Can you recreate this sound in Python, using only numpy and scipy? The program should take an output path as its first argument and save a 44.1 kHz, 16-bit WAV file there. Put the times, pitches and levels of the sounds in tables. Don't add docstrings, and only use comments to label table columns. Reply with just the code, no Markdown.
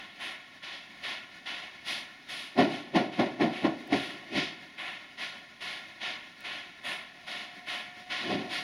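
import sys
import numpy as np
from scipy import signal
from scipy.fft import rfft, irfft
from scipy.io import wavfile

SR = 44100
rng = np.random.default_rng(int(sys.argv[2]) if len(sys.argv) > 2 else 0)


def generate_wav(signal):
    frames = np.transpose(np.atleast_2d(signal))
    scaled = np.clip(frames, -1, 1) * 32767
    pcm = np.round(scaled).astype(np.int16)
    wavfile.write(sys.argv[1], SR, pcm)


N = 380564
TIME, HZ = np.arange(N) / SR, np.fft.rfftfreq(N, 1 / SR)


def gain_of(db):
    return 10 ** (np.asarray(db) / 20)


def read(points, hz):
    point_hz, value = np.transpose(points)
    return np.interp(np.log(hz + 1), np.log(point_hz + 1), value)


def shaped(x, gain):
    return irfft(rfft(x) * gain, N)


def wander(rate_hz):
    x = shaped(rng.standard_normal(N), np.exp(-(HZ / rate_hz) ** 2))
    return x / x.std()


def eddies(depth_db, rate_hz):
    gain = gain_of(depth_db * wander(rate_hz))
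    return gain / np.sqrt(np.mean(gain ** 2))


def jet(flow, spectrum):
    return shaped(flow * rng.standard_normal(N), gain_of(read(spectrum, HZ)))


def microphone_noise():
    return shaped(rng.standard_normal(N), 1 / (1 + (HZ / 70) ** 2))


# frequency [Hz], time to decay by 60 dB [s].
BANK_DECAY = [(150, 0.76), (800, 0.33), (3000, 0.17), (10000, 0.35)]


def banks(x):
    hz, t, z = signal.stft(rng.standard_normal(SR), SR, nperseg=256)
    decay = gain_of(-60 * t / read(BANK_DECAY, hz)[:, None])
    z = z * decay * (t > .025)
    tail = signal.istft(z, SR, nperseg=256)[1]
    return signal.fftconvolve(x, tail / np.linalg.norm(tail))[:N]


# frequency [Hz], gain [dB].
SIDE_WIDTH = [(125, -47), (300, -30), (550, -28.5), (1000, -25), (2200, -21.5), (4500, -24.5),
              (8000, -14.5), (12000, -43)]


def side_spread(x):
    return shaped(banks(x), gain_of(read(SIDE_WIDTH, HZ)))


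# frequency [Hz], share of the direct sound before the gain of each source's echo [ratio].
GROUND_ECHO = [(300.0, 0.26), (900.0, -0.009), (1400.0, 0.45), (2100.0, 0.36), (3500.0, 0.16),
               (6500.0, 0.57), (11000.0, -1.1)]
GROUND_DELAY_S = .002527
# centre [Hz], distance at which the dB value has fallen to 1/e [Hz], height [dB].
PATH_COLOUR = [(484.0, 57.0, -13.0), (726.0, 43.0, 7.0), (889.0, 28.0, -5.0), (1086.0, 45.0, 5.0),
               (1254.0, 108.0, -7.0), (1578.0, 72.0, -7.0), (1934.0, 69.0, 5.0), (7973.0, 726.0, -7.0),
               (10058.0, 1097.0, 8.0)]


def path(x, echo_db):
    share = np.clip(gain_of(echo_db) * read(GROUND_ECHO, HZ), 0, 1)
    comb = 1 - share * np.exp(-2j * np.pi * HZ * GROUND_DELAY_S)
    colour_db = sum(db * np.exp(-((HZ - hz) / width) ** 2) for hz, width, db in PATH_COLOUR)
    return shaped(x, comb * gain_of(colour_db))


# time of the peak [s], level before the treble filter [dB].
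TICK_EVENTS = [(3.876, -61), (6.408, -58)]


def ticks():
    level = sum(gain_of(db) * np.exp(-((TIME - s) / 0.0029) ** 2) for s, db in TICK_EVENTS)
    return shaped(level * rng.standard_normal(N), 1 - np.exp(-(HZ / 6000) ** 4))


WHINE_START_S, WHINE_ATTACK_S = 7.0, .35
WHINE_HZ, WHINE_HZ_PER_S = 711, 12.5
WHINE_DB, WHINE_DB_PER_S = -65, 7


def whine():
    age = np.maximum(TIME - WHINE_START_S, 0)
    hz = WHINE_HZ + WHINE_HZ_PER_S * age + 1.5 * wander(rate_hz=20)
    level = np.minimum(age / WHINE_ATTACK_S, 1) * gain_of(WHINE_DB + WHINE_DB_PER_S * age)
    wavering = eddies(depth_db=1.4, rate_hz=14)
    phase = 2 * np.pi * np.cumsum(hz) / SR
    return np.sqrt(2) * level * wavering * np.sin(phase)


# first start [s], level before each stroke's offsets [dB], opening time [s],
# time for the main part of the flow to halve [s].
PISTON_BEAT = [(-.212, -38.5, 0.015, 0.19), (.18, -36, 0.032, 0.15)]
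CYCLE_S = .8302
# strength [dB], extra hiss [dB], extra fizz [dB].
STROKE_LEVELS = [(3, -4, -6), (-0.5, -2.5, 2.5), (-4, 2.5, -3), (0.5, 1.5, 0), (1, -0.5, -3.5),
                 (-0.5, 8, 9), (-2.5, 6, 9.5), (-5, 1.5, 1), (-5.5, -1, -3), (-3.5, -1.5, -0.5),
                 (0.5, .5, 3), (.5, 5.5, -6), (1, -8.5, -3), (-1, 1.5, 0), (0, 2, 2.5), (1.5, 0.5, -5.5),
                 (1, -3, -3), (2, -3.5, 4), (-0.5, 1.5, 1.5), (2, 0, 2), (4, 1, -4), (1.5, 4, 4)]


def stroke_times():
    count = np.arange(len(STROKE_LEVELS))
    return np.array(PISTON_BEAT)[count % 2, 0] + CYCLE_S * (count // 2)


# frequency [Hz], gain [dB].
VALVE_SPECTRUM = [(40, -57), (83, -55), (142, -51.5), (285, -46), (505, -49), (910, -53), (1400, -49.5),
                  (2130, -44), (2600, -49.5), (3700, -51), (4980, -59), (7000, -70), (10900, -78.5),
                  (15500, -80)]
VALVE_DB, VALVE_PER_STRENGTH, VALVE_PER_HISS = .5, .55, .25


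def valve():
    strength_db, hiss_db, _ = np.transpose(STROKE_LEVELS)
    followed_db = VALVE_PER_STRENGTH * strength_db + VALVE_PER_HISS * hiss_db
    carried_db = np.interp(TIME, stroke_times(), followed_db)
    return jet(gain_of(VALVE_DB + carried_db) * eddies(depth_db=1.38, rate_hz=13.6), VALVE_SPECTRUM)


def pressure(offsets_db, steepness, linger, linger_s):
    power = np.zeros(N)
    for k, (start, offset_db) in enumerate(zip(stroke_times(), offsets_db)):
        _, level_db, opening_s, halving_s = PISTON_BEAT[k % 2]
        age = np.maximum(TIME - start, 0)
        opening = 1 - np.exp(-(age / opening_s) ** 2)
        main_flow = (1 - linger) / (1 + (age / halving_s) ** steepness)
        trailing = linger * np.exp(-age / linger_s)
        power += (gain_of(level_db + offset_db) * opening * (main_flow + trailing)) ** 2
    return np.sqrt(power)


# frequency [Hz], gain [dB].
RUSH_SPECTRUM = [(40, -17), (83, -25), (142, -11.5), (285, -2.5), (505, 1), (910, -0.5), (2130, 7),
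                 (3490, 3.5), (4980, -17), (7000, -25.5), (11000, -49)]
HISS_SPECTRUM = [(100, -33), (900, -39), (2130, 2.5), (3490, 8), (4980, 0.5), (7000, -16), (11000, -34),
                 (15500, -50)]
FIZZ_SPECTRUM = [(3000, -49), (6000, -18.5), (8000, -15.5), (10900, -19), (15500, -33)]
HISS_DB, FIZZ_DB = -6, -6.5


def cylinders():
    strength_db, hiss_db, fizz_db = np.transpose(STROKE_LEVELS)
    flutter = eddies(depth_db=.5, rate_hz=28)
    rush_flow = pressure(strength_db, steepness=3.86, linger=0.2, linger_s=.17)
    hiss_flow = pressure(strength_db + HISS_DB + hiss_db, steepness=5.8, linger=0.22, linger_s=0.05)
    fizz_flow = pressure(strength_db + FIZZ_DB + fizz_db, steepness=5.9, linger=0.28, linger_s=.065)
    rush = jet(flutter * rush_flow, RUSH_SPECTRUM)
    hiss = jet(flutter * hiss_flow, HISS_SPECTRUM)
    fizz = jet(flutter * fizz_flow, FIZZ_SPECTRUM)
    return rush + hiss + fizz


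# time of the peak [s], strength [dB], rasp against the thump [dB], swelling time [s],
# dying time [s].
CHIMNEY_BLASTS = [(2.592, -19, -11, 0.013, 0.048), (2.96, -19.5, -11, .011, 0.04),
                  (3.199, -20.5, -13.5, 0.0093, 0.035), (3.414, -22.3, -12, .012, .046),
                  (3.652, -22.5, -15.5, 0.014, 0.032), (3.938, -22.5, -7.5, 0.018, 0.023),
                  (4.378, -30.5, .5, 0.035, 0.032), (8.316, -30, -6.5, 0.051, 0.097)]


def blasts(offsets_db, linger, linger_s):
    power = np.zeros(N)
    for (peak, strength_db, _, swelling_s, dying_s), offset_db in zip(CHIMNEY_BLASTS, offsets_db):
        before, after = np.maximum(peak - TIME, 0), np.maximum(TIME - peak, 0)
        swelling = np.exp(-(before / swelling_s) ** 1.2)
        dying = (1 - linger) * np.exp(-after / dying_s) + linger * np.exp(-after / linger_s)
        power += (gain_of(strength_db + offset_db) * swelling * dying) ** 2
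    return np.sqrt(power)


# frequency [Hz], gain [dB].
THUMP_SPECTRUM = [(20, -42), (40, -26), (80, -20), (125, 5.5), (200, 11), (285, 16.5), (370, 17.5),
                  (440, 10), (650, -0.5), (1000, -5.5), (2200, -9), (5000, -68)]
THROAT_SPECTRUM = [(80, -16), (300, 1), (520, 13.5), (740, 8.5), (1000, 0), (1400, -4.5), (2200, -5),
                   (3500, -25), (7000, -66)]
RASP_SPECTRUM = [(30, -20), (100, 1.5), (500, 6), (910, -12.5), (2130, 8), (3490, 4.5), (4980, -4.5),
                 (7000, -20.5), (10900, -28.5), (15500, -42)]
THROAT_DB, THROAT_DB_PER_BEAT = -3, 0.66
BOOM_DB, BOOM_HZ, BOOM_PER_WEAKNESS = -1.2, 159, 0.48


def chimney():
    peaks, strength_db, rasp_db, _, _ = np.transpose(CHIMNEY_BLASTS)
    beats_per_s = 1 / np.gradient(peaks)
    weakness_db = strength_db.mean() - strength_db
    boom_db = BOOM_DB + BOOM_PER_WEAKNESS * weakness_db
    throat_db = THROAT_DB + THROAT_DB_PER_BEAT * beats_per_s
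    lumps = eddies(depth_db=.8, rate_hz=60)
    crackles = eddies(depth_db=1.0, rate_hz=1400)
    boom = jet(lumps * blasts(boom_db, linger=0.21, linger_s=0.13), THUMP_SPECTRUM)
    thump = jet(lumps * blasts(np.zeros(len(peaks)), linger=0.13, linger_s=0.16), THUMP_SPECTRUM)
    throat = jet(lumps * blasts(throat_db, linger=0.091, linger_s=0.21), THROAT_SPECTRUM)
    rasp = jet(lumps * crackles * blasts(rasp_db, linger=0.26, linger_s=0.086), RASP_SPECTRUM)
    deep = 1 / (1 + (HZ / BOOM_HZ) ** 8)
    return shaped(boom, np.sqrt(deep)) + shaped(thump, np.sqrt(1 - deep)) + throat + rasp


LEFT_DB, RIGHT_DB = 3.38, 3.22


def scene():
    steam = path(cylinders() + chimney(), echo_db=.5) + path(valve(), echo_db=4.0)
    engine = steam + whine()
    mid = engine + gain_of(-21) * banks(engine) + ticks()
    side = side_spread(engine) + gain_of(-57.5) * microphone_noise()
    return np.array([gain_of(LEFT_DB) * (mid + side), gain_of(RIGHT_DB) * (mid - side)])


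EDGE_HZ = 16300


def record(dry):
    lowpass = signal.firwin(511, EDGE_HZ, window=("kaiser", 9), fs=SR)
    return signal.oaconvolve(dry, lowpass[None], "same")


dry = scene()
out = record(dry)
generate_wav(out)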